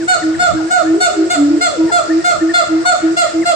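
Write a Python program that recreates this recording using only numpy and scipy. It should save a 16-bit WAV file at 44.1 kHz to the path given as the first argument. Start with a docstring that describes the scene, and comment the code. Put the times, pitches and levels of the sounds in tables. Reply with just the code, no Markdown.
"""Siamangs high in a forest canopy, over steady rumble and hiss (shaped noise) with a few low puffs of breeze.
At 0 s a throat-sac boom (near-pure tone) is already sounding and the first thin chirp (gliding sine) falls.
From 0.07 s bright arching barks (harmonic stacks), three a second, alternate with booms; a faint hiss of
drawn air (noise) precedes each, echoes and a tail (filtered copies, noise response) follow.
From 0.9 to 2 s a second ape adds soft gliding hoots and one deeper boom; barks and chirps run on to the end."""
import sys
import numpy as np
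from scipy import signal
from scipy.fft import rfft, irfft
from scipy.io import wavfile
from scipy.ndimage import uniform_filter1d, minimum_filter1d, map_coordinates

SR = 44100
rng = np.random.default_rng(int(sys.argv[2]) if len(sys.argv) > 2 else 0)


def wav_out(sig):
    """Save sig, one row per channel (or a flat mono array), as 16-bit PCM at SR to the path in sys.argv[1]."""
    wavfile.write(sys.argv[1], SR, np.round(np.clip(np.atleast_2d(sig).T, -1, 1) * 32767).astype(np.int16))


N = 156555
T = np.arange(N) / SR

# background noise density: pitch_hz, relative_db_per_hz
FLOOR_SPECTRUM = [(25, -27), (55, -8.5), (110, -1), (220, -4.5), (450, -1), (950, -11.5), (1700, -9),
                  (3000, -19.5), (5000, -12.5), (7500, -27), (8900, -19), (10300, -66), (14500, -48)]
# background balance: pitch_hz, left_minus_right_db
FLOOR_BALANCE = [(60, -5.5), (1000, 2.5), (4000, 3), (8000, -22)]
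FLOOR_DB, FLOOR_TOP_HZ = -30.5, 9800
FLOOR_FLICKER_DB, FLOOR_FLICKER_PER_S = 1.5, 14
# breeze puffs: centre_s, sigma_s, level_db
BREEZE_PUFFS = [(.41, 0.035, -31.5), (.535, 0.029, -23), (1.532, 0.058, -40), (1.85, 0.019, -32),
                (2.36, .03, -33.5), (2.77, 0.012, -34.5)]
# breeze noise: pitch_hz, relative_db
BREEZE_SPECTRUM = [(30, -33), (80, -4.5), (150, -4.5), (260, -11), (600, -38), (2000, -69)]

# forest tail: pitch_hz, level_db, t60_s
FOREST_TAIL = [(300, -22, 1), (417, -11, 1), (586, -2, 0.7), (1430, -10.5, 1), (2310, -7.5, 0.69),
               (4360, -2, 0.25), (7670, -5.5, 0.49), (9220, -8.5, 0.25), (13000, -13, 0.34)]
TAIL_BUILD_S, TAIL_START_S = .02, .012
# bark echoes from trunks and crowns: delay_s, left_db, right_db
TREE_ECHOES = [(.022, -43, 5), (.038, -19, -5), (.056, -10.5, -13.5), (.083, -24.5, -15)]
ECHO_CUT_HZ = 1130
ECHO_SHIFT_S, ECHO_SPREAD_DB = .006, 2.5  # the ape moves a little from bark to bark

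# chirps: start_s, length_s, start_hz, middle_hz, end_hz, level_db
CHIRP_GLIDES = [(.0, 0.047, 2000, 1600, 1340, -33.5), (.112, .03, 1940, 1750, 1500, -36),
                (.218, 0.024, 2140, 1830, 1630, -28.5), (.340, 0.022, 2180, 1850, 1470, -30.5),
                (.558, 0.045, 1430, 1630, 1450, -33), (.580, 0.052, 1176, 870, 725, -32),
                (.662, .04, 1470, 1660, 1700, -37.5), (.768, .035, 2060, 1780, 1560, -35),
                (.845, 0.078, 1460, 1780, 1700, -33.5), (1.438, 0.024, 1580, 1740, 1580, -40),
                (1.875, 0.041, 1824, 1820, 1460, -30.5), (1.893, 0.023, 1110, 900, 696, -26.5),
                (2.090, 0.048, 1620, 1840, 1740, -27), (2.180, 0.06, 1536, 1880, 1650, -35),
                (2.398, 0.039, 1576, 1810, 1670, -30), (2.484, 0.042, 1585, 1860, 1520, -23.5),
                (2.815, 0.02, 1540, 1600, 1500, -42), (2.838, 0.037, 1305, 1000, 780, -27.5),
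                (3.258, 0.051, 1620, 1880, 1520, -35), (3.410, 0.043, 2390, 1950, 1380, -32)]
# soft hoots: start_s, length_s, start_hz, middle_hz, end_hz, level_db
HOOT_GLIDES = [(.915, 0.12, 343, 396, 414, -22), (1.125, 0.2, 419.6, 375.7, 358, -22),
               (1.215, 0.094, 600, 547, 535, -37), (1.545, 0.11, 395, 437, 440, -31.5),
               (1.68, 0.12, 689, 563, 404, -25.5), (1.77, 0.18, 960, 958, 864, -37),
               (1.865, 0.11, 452, 417, 340, -33.5)]
GLIDE_WOBBLE_SHARE, GLIDE_FLICKER_DB, GLIDE_WOBBLE_PER_S = .012, 2, 150

# throat-sac booms: start_s, length_s, attack_s, lowest_hz, level_db
SAC_BOOMS = [(-.075, 0.16, .04, 325, -16), (0.208, 0.19, 0.045, 317.3, -13.5),
             (0.526, 0.18, 0.04, 317, -14.5), (0.806, 0.19, 0.11, 320.3, -9.5),
             (1.151, 0.15, 0.046, 321.4, -11.5), (1.348, 0.26, 0.058, 289, -9),
             (1.464, 0.14, 0.068, 324, -13), (1.766, .142, 0.042, 321.7, -9),
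             (2.072, 0.15, 0.045, 321.7, -9.5), (2.404, .134, 0.029, 323.3, -9.5),
             (2.683, 0.16, 0.055, 320.6, -9.5), (3.018, 0.14, 0.029, 322, -10.5),
             (3.324, 0.13, 0.044, 324, -10.5)]
# boom overtones: multiple, relative_db
SAC_OVERTONES = [(2, -24), (4, -50.5)]
BOOM_BEND_SHARE, BOOM_LOWEST_AT_SHARE = 0.14, 0.33  # of pitch, of length
BOOM_RELEASE_S, BOOM_DROOP_DB = .048, 4
BOOM_WAVER_DB, BOOM_WAVER_PER_S = -1.35, 26
BOOM_LAG_S, BOOM_PAN_DB = .00022, -1  # lag: left phase is later

# drawn-air noise: pitch_hz, relative_db
INHALE_SPECTRUM = [(3000, -17), (4500, -74), (5400, 4.5), (6400, 2), (7700, 28), (8800, 11.5), (10000, -7),
                   (14000, -47)]
INHALE_DB, INHALE_LEAD_S, INHALE_SIGMA_S = -43, 0.024, 0.02
AIR_PAN_DB = -12.5  # inhales and rasp

# barks: start_s, length_s, top_hz, fundamental_db, second_harmonic_db, upper_harmonics_db,
#        bright_db (extra above 5 kHz, from the eighth harmonic)
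BARK_CALLS = [(.073, 0.1, 740.8, -19, -11.5, 3, -1.5), (.388, 0.11, 723.7, -17, -12, -0.5, -1),
              (.700, 0.11, 730.8, -16.5, -13, 0, -2), (.998, 0.098, 728.6, -15.5, -13, 4.5, -0.5),
              (1.294, 0.083, 720.8, -18.5, -15.5, 3.5, -0.5), (1.603, .094, 715.3, -18.5, -13.5, 5, -2.5),
              (1.911, .102, 707.8, -17.5, -12.5, 1, -1.5), (2.237, .108, 716.4, -18.5, -12, 1.5, -0.5),
              (2.532, 0.097, 710.8, -16.5, -10, 7, -6.5), (2.847, 0.1, 728, -15.5, -10, 4, -1),
              (3.161, 0.094, 708, -16, -15, 5, -2.5), (3.448, 0.097, 704.4, -15, -16, 3.5, -4)]
# throat response to upper harmonics: pitch_hz, level_db, left_minus_right_db
THROAT_RESPONSE = [(2060, -22, -0.5), (2770, -31.5, -5), (3860, -25, -4), (4500, -23.5, 5.5),
                   (5140, -33, 7), (5930, -37, 4), (6880, -27.5, -15), (6620, -28, -2.5),
                   (7793, -33.5, -25.5), (8445, -26, -2), (9040, -47, -15.5), (12300, -54.5, -15),
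                   (14200, -64.5, -2)]
# air noise within barks: pitch_hz, relative_db
RASP_SPECTRUM = [(1500, -60), (2400, 23.5), (3200, -5), (4400, 21), (5600, -3.5), (7400, 29.5), (8600, 11),
                 (9800, -4), (14000, -58)]
RASP_DB, RASP_RISE_DB = -30, 0.5  # rises over the bark, before the release
SCOOP_SHARE, SCOOP_S, SAG_SHARE, SAG_POWER = 0.1176, 0.00595, 0.2505, 4  # shares of top_hz
JITTER_SHARE, JITTER_PER_S = .006, 320
BARK_ATTACK_S, BARK_RELEASE_S, BARK_LAG_S = .016, .03, 0.000346  # lag: left phase is later
FUNDAMENTAL_PAN_DB, SECOND_PAN_DB, SECOND_FADE_DB = 0.5, 4, 4
UPPER_RISE_DB, UPPER_RISE_S = 10, 0.025  # upper harmonics come in a moment later
UPPER_FADE_DB, UPPER_FADE_POWER = 25.5, 2.53  # and fade as the pitch sags
HARMONIC_SPREAD_DB, HARMONIC_SPREAD_PER_S = 3, 45

CEILING_DB, LIMITER_S, CUTOFF_HZ = -.3, .012, 14600


def from_db(db):
    """Decibels to gain."""
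    return 10 ** (np.asarray(db) / 20)


def rms_one(x):
    """Scale to unit power."""
    return x / np.sqrt(np.mean(x ** 2) + 1e-20)


def at_hz(points, hz, axis=1):
    """Read a table column on a log-frequency axis."""
    table = np.array(points)
    return np.interp(np.log(np.maximum(hz, 1)), np.log(table[:, 0]), table[:, axis])


def pan(db):
    """Left and right gains for a level difference."""
    return from_db(np.array([[.5], [-.5]]) * db)


def drift(rate_per_s, size):
    """Smooth random curve through unit-spread knots, rate_per_s of them a second."""
    knots = rng.standard_normal(size // 20 + 4)
    return map_coordinates(knots, [np.arange(size) * rate_per_s / SR], order=3, mode="wrap")


def coloured(spectrum):
    """Unit-power stereo noise with the given spectrum, unrelated left and right."""
    gain = from_db(at_hz(spectrum, np.fft.rfftfreq(N, 1 / SR)))
    return rms_one(irfft(rfft(rng.standard_normal((2, N))) * gain, N))


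def bands(size):
    """Half-octave bands of stereo noise: centre_hz, noise."""
    white = rng.standard_normal((2, 2, size))  # two sources, so neighbouring bands are unrelated
    edges_hz = 22 * 2 ** np.arange(0, 9.6, .5)
    for k, (low_hz, high_hz) in enumerate(zip(edges_hz, edges_hz[1:])):
        band = signal.butter(2, [low_hz, high_hz], "band", fs=SR, output="sos")
        yield np.sqrt(low_hz * high_hz), signal.sosfilt(band, white[k % 2])


def swell(t, length_s, attack_s, release_s):
    """Rounded attack, hold and release."""
    rise = np.sin(np.pi / 2 * np.clip(t / attack_s, 0, 1)) ** 2
    return rise * np.sin(np.pi / 2 * np.clip((length_s - t) / release_s, 0, 1))


def lagged_phase(hz, lag_s):
    """Stereo phase of a varying pitch, the left side later."""
    return 2 * np.pi * (np.cumsum(hz) / SR - hz * lag_s * np.array([[1], [0]]))


def add(out, start_s, sound):
    """Mix a sound into out at a time."""
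    i = int(start_s * SR)
    a, b = max(i, 0), min(i + sound.shape[-1], N)
    if b > a:
        out[:, a:b] += sound[..., a - i:b - i]


def background():
    """Distant rumble and leaf hiss as flickering noise bands, with low puffs of breeze."""
    floor = np.zeros((2, N))
    for hz, noise in bands(N):
        level_db = at_hz(FLOOR_SPECTRUM, hz) + FLOOR_FLICKER_DB * drift(FLOOR_FLICKER_PER_S, N)
        floor += noise * pan(at_hz(FLOOR_BALANCE, hz)) * from_db(level_db)
    floor = signal.sosfilt(signal.cheby1(10, 1, FLOOR_TOP_HZ, fs=SR, output="sos"), floor)
    breeze = sum(from_db(db) * np.exp(-.5 * ((T - s) / sigma_s) ** 2) for s, sigma_s, db in BREEZE_PUFFS)
    return from_db(FLOOR_DB) * rms_one(floor) + breeze * coloured(BREEZE_SPECTRUM)


def forest(x):
    """Scatter from leaves and trunks builds up and dies away, the treble mostly sooner."""
    t = np.arange(SR) / SR
    build = 1 - np.exp(-np.maximum(t - TAIL_START_S, 0) / TAIL_BUILD_S)
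    response = np.zeros((2, SR))
    for hz, noise in bands(SR):
        shape = build * np.exp(-np.log(1000) * t / at_hz(FOREST_TAIL, hz, axis=2))
        response += noise * shape / np.sqrt(np.sum(shape ** 2)) * from_db(at_hz(FOREST_TAIL, hz))
    return signal.fftconvolve(x, response, axes=1)[:, :N]


def echoes(x):
    """Dull reflections from the nearest trees, on slightly different paths for each bark."""
    out = np.zeros((2, N))
    dull = signal.sosfilt(signal.butter(2, ECHO_CUT_HZ, fs=SR, output="sos"), x)
    for start_s, *_ in BARK_CALLS:
        i = int(start_s * SR)
        bark = dull[:, i:i + SR // 7]
        for delay_s, *sides_db in TREE_ECHOES:
            for side, db in enumerate(sides_db):
                arrival_s = start_s + delay_s + ECHO_SHIFT_S * rng.uniform(-0.986, 1)
                gain = from_db(db + ECHO_SPREAD_DB * rng.normal())
                add(out[side:side + 1], arrival_s, bark[side] * gain)
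    return out


def glides(rows, pan_db):
    """Slightly unsteady sines that curve through three pitches."""
    out = np.zeros((2, N))
    for start_s, length_s, start_hz, middle_hz, end_hz, db in rows:
        u = np.linspace(0, 1, int(length_s * SR))
        curve_hz = np.polyval(np.polyfit([0, .5, 1], [start_hz, middle_hz, end_hz], 2), u)
        hz = curve_hz * (1 + GLIDE_WOBBLE_SHARE * drift(GLIDE_WOBBLE_PER_S, len(u)))
        level = from_db(db + GLIDE_FLICKER_DB * drift(GLIDE_WOBBLE_PER_S, len(u)))
        tone = np.sin(2 * np.pi * np.cumsum(hz) / SR)
        add(out, start_s, np.sqrt(2) * level * np.sin(np.pi * u) * tone)
    return out * pan(pan_db)


def chirps():
    """Thin, brief gliding tones."""
    return glides(CHIRP_GLIDES, pan_db=4.5)


def hoots():
    """The second ape's soft gliding tones."""
    return glides(HOOT_GLIDES, pan_db=3.5)


def booms():
    """The throat sac sounds an almost pure tone that dips slightly, then bends up as it ends."""
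    out = np.zeros((2, N))
    for start_s, length_s, attack_s, lowest_hz, db in SAC_BOOMS:
        t = np.arange(int(length_s * SR)) / SR
        u = t / length_s
        hz = lowest_hz * (1 + BOOM_BEND_SHARE * (u - BOOM_LOWEST_AT_SHARE) ** 2)
        phase = lagged_phase(hz, BOOM_LAG_S)
        tone = np.sin(phase) + sum(from_db(part_db) * np.sin(k * phase) for k, part_db in SAC_OVERTONES)
        level_db = db - BOOM_DROOP_DB * u ** 2 + BOOM_WAVER_DB * drift(BOOM_WAVER_PER_S, len(t))
        envelope = swell(t, length_s, attack_s, BOOM_RELEASE_S)
        add(out, start_s, np.sqrt(2) * tone * from_db(level_db) * envelope)
    return out * pan(BOOM_PAN_DB)


def inhales():
    """Air drawn in just before each bark: a faint swell of hiss."""
    flow = sum(np.exp(-.5 * ((T - row[0] + INHALE_LEAD_S) / INHALE_SIGMA_S) ** 2) for row in BARK_CALLS)
    return flow * from_db(INHALE_DB) * pan(AIR_PAN_DB) * coloured(INHALE_SPECTRUM)


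def barks():
    """Pitch scoops up to its top and sags; the throat shapes the harmonics, with a little air noise."""
    out, air = np.zeros((2, N)), np.zeros((2, N))
    t = np.arange(SR // 7) / SR
    rise_db = -UPPER_RISE_DB * np.exp(-t / UPPER_RISE_S)
    for start_s, length_s, top_hz, first_db, second_db, upper_db, bright_db in BARK_CALLS:
        u = np.minimum(t / length_s, 1)
        scoop = SCOOP_SHARE * np.exp(-t / SCOOP_S)
        sag = SAG_SHARE * u ** SAG_POWER
        hz = top_hz * (1 - scoop - sag + JITTER_SHARE * drift(JITTER_PER_S, len(t)))
        phase = lagged_phase(hz, BARK_LAG_S)
        envelope = swell(t, length_s, BARK_ATTACK_S, BARK_RELEASE_S)
        voice = from_db(first_db) * pan(FUNDAMENTAL_PAN_DB) * np.sin(phase)
        voice += from_db(second_db - SECOND_FADE_DB * u ** 2) * pan(SECOND_PAN_DB) * np.sin(2 * phase)
        effort_db = upper_db + rise_db - UPPER_FADE_DB * u ** UPPER_FADE_POWER
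        for k in range(3, 21):
            level_db = at_hz(THROAT_RESPONSE, k * top_hz) + effort_db + bright_db * (k > 7)
            sides = np.array([drift(HARMONIC_SPREAD_PER_S, len(t)) for _ in range(2)])
            gain = from_db(level_db + HARMONIC_SPREAD_DB * sides)
            balance = pan(at_hz(THROAT_RESPONSE, k * top_hz, axis=2))
            voice += gain * balance * np.sin(k * phase + 2 * np.pi * rng.random((2, 1)))
        add(out, start_s, np.sqrt(2) * envelope * voice)
        add(air, start_s, envelope * from_db(upper_db + bright_db + rise_db + RASP_RISE_DB * u ** 2))
    return out + air * from_db(RASP_DB) * pan(AIR_PAN_DB) * coloured(RASP_SPECTRUM)


def scene():
    """All callers in the forest, over the background; only barks get discrete echoes."""
    barking = barks()
    calls = barking + inhales() + booms() + hoots() + chirps()
    return background() + forest(calls) + echoes(barking) + calls


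def record(dry):
    """A limiter holds the loudest peaks, then the top is cut."""
    size = 2 * int(LIMITER_S * SR / 2) + 1
    gain = np.minimum(1, from_db(CEILING_DB) / (np.abs(dry).max(axis=0) + 1e-9))
    held = dry * uniform_filter1d(minimum_filter1d(gain, size), size)
    return signal.sosfilt(signal.ellip(10, .2, 80, CUTOFF_HZ, fs=SR, output="sos"), held)


dry = scene()
out = record(dry)
wav_out(out)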